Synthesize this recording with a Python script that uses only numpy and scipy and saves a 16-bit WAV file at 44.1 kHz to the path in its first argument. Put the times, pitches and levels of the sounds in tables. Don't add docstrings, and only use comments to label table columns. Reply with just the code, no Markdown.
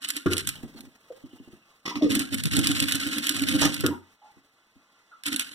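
import sys
import numpy as np
from scipy import signal
from scipy.fft import rfft, irfft, next_fast_len
from scipy.io import wavfile
from scipy.ndimage import uniform_filter1d

SR = 44100
rng = np.random.default_rng(int(sys.argv[2]) if len(sys.argv) > 2 else 0)


def bounce(signal):
    frames = np.transpose(np.atleast_2d(signal))
    limited = np.clip(frames, -1, 1)
    pcm = np.round(limited * 32767).astype(np.int16)
    wavfile.write(sys.argv[1], SR, pcm)


N = 244474
TIME = np.arange(N) / SR


def amp(db):
    return 10 ** (np.asarray(db) / 20)


def evened(x):
    return x / np.sqrt(np.mean(x ** 2))


def add(mix, s, sound):
    part = mix[max(round(s * SR), 0):][:len(sound)]
    part += sound[:len(part)]


def response(points, size=4096):
    hz, db = np.transpose(points)
    bins_hz = abs(np.fft.fftfreq(size, 1 / SR))
    log_gain = np.log(amp(np.interp(np.log(bins_hz + 1), np.log(hz), db)))
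    spectrum = np.exp(np.conj(signal.hilbert(log_gain)))
    taps = np.fft.ifft(spectrum).real[:size // 2]
    return taps / np.linalg.norm(taps)


def through(x, taps):
    return signal.oaconvolve(x, taps)[:len(x)]


def grit(per_s=2500, spread_db=3):
    size = amp(spread_db * np.minimum(rng.exponential(1, N), 3.5)) * rng.choice([-1, 1], N)
    return evened(size * (rng.random(N) < per_s / SR))


def unevenness(length):
    return evened(through(grit(), np.hanning(length)))


def steadied(x, span=0.032):
    return x / np.sqrt(abs(uniform_filter1d(x ** 2, int(span * SR))) + 1e-9)


def swells(middles, levels_db, length):
    power = np.zeros(N)
    for s, db in zip(middles, levels_db):
        add(power, s - length, amp(2 * db) * np.hanning(int(2 * length * SR)) ** 2)
    return np.sqrt(power)


def whistle(hz, width_hz):
    noise = [1, 1j] @ rng.standard_normal((2, N))
    blur = signal.sosfilt(signal.butter(2, width_hz, fs=SR, output="sos"), noise)
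    carrier = np.exp(2j * np.pi * np.cumsum(hz) / SR)
    return evened((blur * carrier).real)


def room(x, t60=0.29, channels=2):
    t = TIME[:SR // 2]
    tail = rng.standard_normal((channels, len(t))) * amp(-60 * t / t60)
    return np.array([through(x, side / np.linalg.norm(side)) for side in tail])


def scattered(x, size=256):
    spectra = signal.stft(x, nperseg=size)[2]
    paths = uniform_filter1d(rng.standard_normal((2, *spectra.shape)), size=8)
    out = signal.istft(spectra * np.exp(1j * np.arctan2(*paths)), nperseg=size)[1]
    return x.std() * evened(np.pad(out, (size // 2, 0))[:N])


PHASE_STEP_HZ = 1150


def stereo(x, wet_db, shade_db=-8, shade_hz=5800, blurred_share=0.23):
    size = next_fast_len(N + SR // 10, True)
    hz = np.fft.rfftfreq(size, 1 / SR)
    x = x + amp(wet_db) * room(x, channels=1)[0]
    share = np.clip(blurred_share, 0, 1) * np.clip(2 * hz / PHASE_STEP_HZ - 1, 0, 1)
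    clear = np.sqrt(1 - share) * rfft(x, size)
    blurred = np.sqrt(share) * rfft(scattered(x), size)
    drift = np.exp(-1j * np.pi * np.maximum(hz / PHASE_STEP_HZ - 1, 0))
    shade = amp(shade_db / (1 + (shade_hz / (hz + 1)) ** 4))
    left, right = shade * (clear * drift + blurred / drift), clear + blurred
    return irfft(np.array([left, right]), size)[:, :N]


def chatter(rows, colour):
    power, t = np.zeros(N), TIME[:SR // 2]
    for s, db, decay in rows:
        envelope = amp(db) * np.exp(-t / decay) * (1 - np.exp(-t / 0.0014))
        add(power, s, envelope ** 2)
    return np.sqrt(power) * steadied(through(grit(), response(colour)))


def knocks(rows, modes, detune=0.013):
    out, t = np.zeros(N), TIME[:SR // 4]
    for s, blow_db, _ in rows:
        ring = np.zeros(len(t))
        for hz, db, t60 in modes:
            struck_hz = hz * (1 + detune * rng.uniform(-1.4, 1))
            ring += amp(blow_db + db - 60 * t / t60) * np.sin(2 * np.pi * struck_hz * t)
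        add(out, s, (1 - np.exp(-t / .003)) * ring)
    return out


# start_s, length_s, steel_db, boom_db, rock_db
STITCHES = [(.006, 0.24, -28.5, -42, -59), (0.278, 0.31, -26, -48.5, -35.5), (2.087, 0.18, -24, -31.5, -38),
            (2.298, 0.25, -27.5, -51.5, -22), (2.513, 0.11, -24.5, -24.5, -22),
            (2.626, 0.12, -24, -27.5, -27), (2.744, 0.13, -24.5, -29.5, -29), (2.873, 0.12, -25, -33, -35),
            (2.993, 0.12, -27.5, -32.5, -39), (3.11, 0.098, -28, -33, -65), (3.222, 0.13, -26, -36, -53.5),
            (3.336, 0.14, -27, -27, -32.5), (3.465, 0.13, -24.5, -23.5, -28.5),
            (3.589, 0.1, -23.5, -24.5, -26.5), (3.712, 0.14, -31.5, -38.5, -34),
            (5.234, 0.26, -24, -70, -55), (5.448, 0.2, -40, -46.5, -53)]
LISTED_LEVEL_STITCH_S = 0.14
SPEED_DB_PER_DOUBLING = 7.5
RUN_DOWN_S = .022
DRIVEN_SHARE = 0.84


def each_stitch(share, db=0):
    start, length, steel_db, _, _ = np.transpose(STITCHES)
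    return np.transpose([start + share * length, steel_db + db])


def shaft_angle():
    angle = np.zeros(N)
    for start, length, *_ in STITCHES:
        angle += np.clip((TIME - start) / length, 0, 1)
    return angle


def turning(levels_db):
    power = np.zeros(N)
    for (start, length, *_), db in zip(STITCHES, levels_db):
        speed_db = SPEED_DB_PER_DOUBLING * np.log2(LISTED_LEVEL_STITCH_S / length)
        driven = (TIME >= start) & (TIME < start + DRIVEN_SHARE * length)
        power[driven] = amp(db + speed_db) ** 2
    keep = np.exp(-1 / (RUN_DOWN_S * SR))
    return np.sqrt(signal.lfilter([1 - keep], [1, -keep], power))


# turn_share, relative_level_db
SWEEPS = [(0.154, -1.5), (0.379, -3), (0.681, -4)]


def sweeping(length):
    rows = np.vstack([each_stitch(share, db) for share, db in SWEEPS])
    return swells(*rows.T, length)


# pitch_hz, relative_level_db_per_hz
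STEEL = [(60, -19.5), (850, -21), (1400, -7.5), (2150, 3.5), (2450, 3), (3200, 1.5), (4200, 1.5),
         (5300, -4.5), (7200, -6.5), (8600, -1.5), (9700, -7), (11500, -4.5), (16200, -31.5)]
# pitch_hz, relative_level_db, t60_s (time to fall 60 dB)
HEAD_MODES = [(3047, 6.5, 0.015), (3500, -6.5, 0.017), (10800, -5.5, 0.03)]


def head(ring_db=-14):
    t = TIME[:SR // 10]
    ring = sum(amp(db - 60 * t / t60) * np.cos(2 * np.pi * hz * t) for hz, db, t60 in HEAD_MODES)
    taps = amp(ring_db) * ring / np.linalg.norm(ring)
    add(taps, 0, response(STEEL))
    return taps / np.linalg.norm(taps)


# pitch_hz, relative_level_db_per_hz
TABLE_COLOUR = [(40, -35), (170, -11), (285, 5), (380, -17.5), (520, -25.5), (5000, -80.5)]
# pitch_hz, relative_level_db, t60_s
PANEL_MODES = [(288.4, 4.5, 0.2), (398, -14.5, 0.043), (522, -13, 0.64), (743.4, -18, 0.3)]


def table_top(ring_db=-7):
    t = TIME[:SR // 4]
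    ring = sum(amp(db - 60 * t / t60) * np.sin(2 * np.pi * hz * t) for hz, db, t60 in PANEL_MODES)
    taps = amp(ring_db) * ring / np.linalg.norm(ring)
    add(taps, 0, response(TABLE_COLOUR))
    return taps


# pitch_hz, relative_level_db_per_hz
AIR_COLOUR = [(30, -36.5), (284, -14.5), (400, -17), (1390, -8), (1850, -16), (1980, -3), (2300, -10.5),
              (5500, -18.5), (15000, -33.5)]


def air(level_db=-68, waver_db=2):
    waver = amp(abs(waver_db) * unevenness(SR // 10))
    noise = through(rng.standard_normal(N), response(AIR_COLOUR))
    return stereo(amp(level_db) * waver * noise, wet_db=-0.5)


# time_s, pitch_hz, relative_level_db
SLIDES = [(0.559, 3115, -50), (.72, 2750, -89), (0.768, 4440, -50), (0.851, 3500, -103), (1.3, 3025, -62.5),
          (1.702, 2600, -73)]


def fingers(width_hz=130, judder_db=3):
    s, hz, db = np.transpose(SLIDES)
    judder = judder_db * unevenness(SR // 40)
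    hiss = whistle(np.interp(TIME, s, hz), width_hz)
    level_db = np.interp(TIME, s, db, left=-np.inf, right=-np.inf)
    return stereo(amp(judder + level_db) * hiss, wet_db=-20)


# time_s, relative_level_db
CLOTH_DRAG = [(.55, -53.5), (.73, -60), (.78, -54.5), (.94, -67), (1.3, -61.5), (1.75, -71), (4.3, -71),
              (5.1, -76.5)]
# pitch_hz, relative_level_db_per_hz
FABRIC = [(60, -14.5), (260, -6), (500, -8.5), (1500, -12), (12000, -22)]


def cloth(clump_db=4, hiss_db=-4):
    jerks = clump_db * unevenness(SR // 30)
    drag = amp(np.interp(TIME, *np.transpose(CLOTH_DRAG), left=-np.inf) + jerks)
    rub = through(grit(), response(FABRIC))
    hiss = amp(hiss_db) * through(grit(), response(STEEL))
    return stereo(drag * (rub + hiss), wet_db=-11.0)


# start_s, relative_level_db
BUMPS = [(.584, -42), (.634, -29), (.747, -38), (.799, -42), (.837, -41.5), (.87, -43.5), (1.237, -35.5),
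         (1.332, -42.5), (1.399, -39.5), (1.475, -44.5), (1.53, -44), (4.368, -50), (4.757, -50)]
# pitch_hz, relative_level_db_per_hz
ROCKING = [(35, -40.5), (62, -32.5), (90, 1), (125, -7), (190, -10), (1500, -75.5)]


def hands(decay=0.017, rock_db=-5):
    rows = [(s, db, decay) for s, db in BUMPS]
    rock = amp(rock_db) * chatter(rows, ROCKING)
    return stereo(chatter(rows, TABLE_COLOUR), wet_db=-6.5) + np.array([rock, -rock])


# start_s, pitch_hz, relative_level_db, length_s, fall_octaves
RINGS = [(.3, 150.4, -44, 0.54, 0), (1.102, 520, -35.5, 0.027, 0.11), (1.911, 1010, -34.5, 0.023, 0.065),
         (2.009, 677, -31.5, 0.098, 0.82), (2.021, 299, -13, 0.056, 0), (3.904, 968, -40, 0.065, 0.08),
         (4.215, 830, -50.5, 0.11, 0.014), (5.114, 1380, -50, 0.061, 0.078)]


def rings(waver=0.038, attack_share=0.084, rasp=0.27):
    out = np.zeros(N)
    drift = unevenness(300)
    for s, hz, db, length, fall in RINGS:
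        t = TIME[:int(length * SR)]
        pitch = hz * 2 ** (-fall * t / length) * (1 + waver * drift[int(s * SR):][:len(t)])
        tone = np.sqrt(2) * np.sin(2 * np.pi * np.cumsum(pitch) / SR)
        swell = 1 - np.exp(-t / (attack_share * length))
        fade = np.cos(np.pi / 2 * t / length)
        add(out, s, amp(db) * tone * swell * fade)
    out = out * (1 + rasp * unevenness(SR // 200))
    return out + amp(-4) * room(out)


# start_s, relative_level_db, decay_s
CLUNKS = [(.259, -14, 0.014), (.281, -27, 0.043), (.315, -25, 0.043), (3.836, -16.5, 0.035)]
# start_s, relative_level_db, decay_s
LIFTS = [(1.854, -25.5, 0.012), (1.868, -32.5, 0.0023), (1.878, -24, 0.0049), (1.891, -31, 0.019),
         (1.955, -30, 0.014), (2.02, -35, 0.034)]
# start_s, relative_level_db, decay_s
CLATTERS = [(3.615, -19.5, 0.025), (3.646, -22, 0.013)]
# pitch_hz, relative_level_db_per_hz
CLUNK_COLOUR = [(35, -42.5), (110, -5), (210, -7), (350, 8.5), (480, -10.5), (860, -33.5), (1300, -9.5),
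                (1900, -19), (15000, -43)]
LIFTER_COLOUR = [(50, -45.5), (290, 14), (600, -14.5), (1200, 6), (1600, -16), (1980, 7), (2700, -1.5),
                 (5400, -0.5), (7500, -14.5), (16000, -22.5)]
CLATTER_COLOUR = [(60, -8.5), (420, -1), (2100, -1), (4500, -7), (5800, -1.5), (16000, -25)]
# pitch_hz, relative_level_db, t60_s
LEVER_MODES = [(92, -16, 0.35), (283, -8, 0.18), (350, -2.5, 0.15), (455, -16.5, 0.16), (1234, -16.5, 0.14),
               (1413, -11, 0.21)]


def levers(clunk_db=-3, ring_db=0.5, rock_db=-8, steel_db=2.5):
    clunk = amp(clunk_db) * chatter(CLUNKS, CLUNK_COLOUR)
    ring = amp(ring_db) * knocks(CLUNKS, LEVER_MODES)
    steel = amp(steel_db) * (chatter(LIFTS, LIFTER_COLOUR) + chatter(CLATTERS, CLATTER_COLOUR))
    rock = amp(rock_db) * chatter(CLUNKS, ROCKING)
    return stereo(clunk + ring + steel, wet_db=-6.5) + np.array([rock, -rock])


# middle_s, relative_level_db
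THUDS = [(1.972, -31.5), (2.115, -26), (2.164, -26), (2.339, -31.5), (3.902, -31), (5.284, -38.5),
         (5.335, -34.5)]
FEED_SHARE = 0.657


def table(boom_db=0, rock_db=1, length=0.024, thud_length=0.035, thud_rock_db=-9,
          rumble_db=-11, sway_db=-8, lag_s=0.0007):
    _, _, _, booms, rocks = np.transpose(STITCHES)
    feeds = each_stitch(FEED_SHARE)[:, 0]
    thuds = swells(*np.transpose(THUDS), thud_length)
    feed_boom = amp(boom_db) * swells(feeds, booms, length)
    rumble = amp(rumble_db) * turning(booms)
    feed_rock = amp(rock_db) * swells(feeds, rocks, length)
    sway = amp(sway_db) * turning(rocks)
    boom = np.linalg.norm([feed_boom, rumble, thuds], axis=0)
    rock = np.linalg.norm([feed_rock, sway, amp(thud_rock_db) * thuds], axis=0)
    boom = boom * steadied(through(grit(), table_top()))
    rock = rock * steadied(through(grit(), response(ROCKING)))
    late_rock = np.interp(TIME - lag_s, TIME, rock)
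    return np.array([boom + rock, boom - late_rock]) + amp(-1.5) * room(boom)


# pitch_hz, relative_level_db, pitch_swing_share
WHIRRS = [(1058, -18.5, 0.02), (1456, -0.5, 0.083), (1758, -9, 0.036)]


def gears(level_db=-21, sweep_db=-15, load_db=3, load_share=0.13):
    load = 4 * np.pi * (shaft_angle() - load_share)
    whirr = np.zeros(N)
    for hz, db, swing in WHIRRS:
        whirr += amp(db) * whistle(hz * (1 - swing * np.sin(load)), width_hz=70)
    steady = amp(level_db + load_db * np.cos(load)) * turning(np.transpose(STITCHES)[2])
    level = np.hypot(steady, amp(sweep_db) * sweeping(length=.022))
    return stereo(level * whirr, wet_db=-6)


# start_s, relative_level_db
TICKS = [(0.0877, -17.5), (0.1037, -14), (0.166, -19.5), (0.3334, -17), (0.3684, -18), (0.3804, -16),
         (0.473, -16), (0.49, -16), (0.556, -39), (0.807, -33.5), (2.152, -12), (2.1934, -17),
         (2.3442, -19), (2.4368, -18.5), (2.4559, -19.5), (2.5671, -13), (2.591, -16), (2.6714, -11),
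         (2.715, -17), (2.802, -12.5), (2.8252, -17), (2.885, -18), (2.922, -12.5), (2.954, -17),
         (3.0713, -22.5), (3.1831, -17.5), (3.2692, -13.5), (3.293, -10), (3.3656, -18.5), (3.4206, -20.5),
         (3.487, -16), (3.615, -13.5), (3.6546, -13.5), (3.7431, -18), (3.807, -20), (3.8637, -13),
         (5.236, -30), (5.2642, -17), (5.3617, -15.5), (5.3955, -14.5)]


def ticks(level_db=13.0, contact=0.0014, buzz_db=7, rattle_db=1, rattle_decay=0.0049, hardness=0.66):
    blows, t = np.zeros(N), TIME[:SR // 20]
    for s, db in TICKS:
        buzz, rattle = rng.standard_normal((2, len(t))) * np.exp(-t / [[contact], [rattle_decay]])
        snap = t == 0
        blow = snap + amp(buzz_db) * buzz / np.linalg.norm(buzz)
        blow += amp(rattle_db) * rattle / np.linalg.norm(rattle)
        add(blows, s, amp(db + level_db) * through(blow, [1, -hardness]))
    return stereo(through(blows, head()), wet_db=-14.5)


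def linkages(stroke_db=-0.5, bearing_db=-11, sweep_length=0.029, judder_db=3):
    bearings = amp(bearing_db) * turning(np.transpose(STITCHES)[2])
    level = np.hypot(bearings, amp(stroke_db) * sweeping(sweep_length))
    judder = amp(judder_db * unevenness(SR // 200))
    rattle = steadied(judder * grit(per_s=14000))
    return stereo(through(level * rattle, head()), wet_db=-25)


def scene():
    handling = air() + fingers() + cloth() + hands()
    machine = rings() + levers() + table() + gears() + ticks() + linkages()
    return handling + machine


def record(dry):
    low_pass = signal.firwin(255, 16400, window=("kaiser", 9), fs=SR)
    return signal.oaconvolve(dry, low_pass[None], "same")


dry = scene()
out = record(dry)
bounce(out)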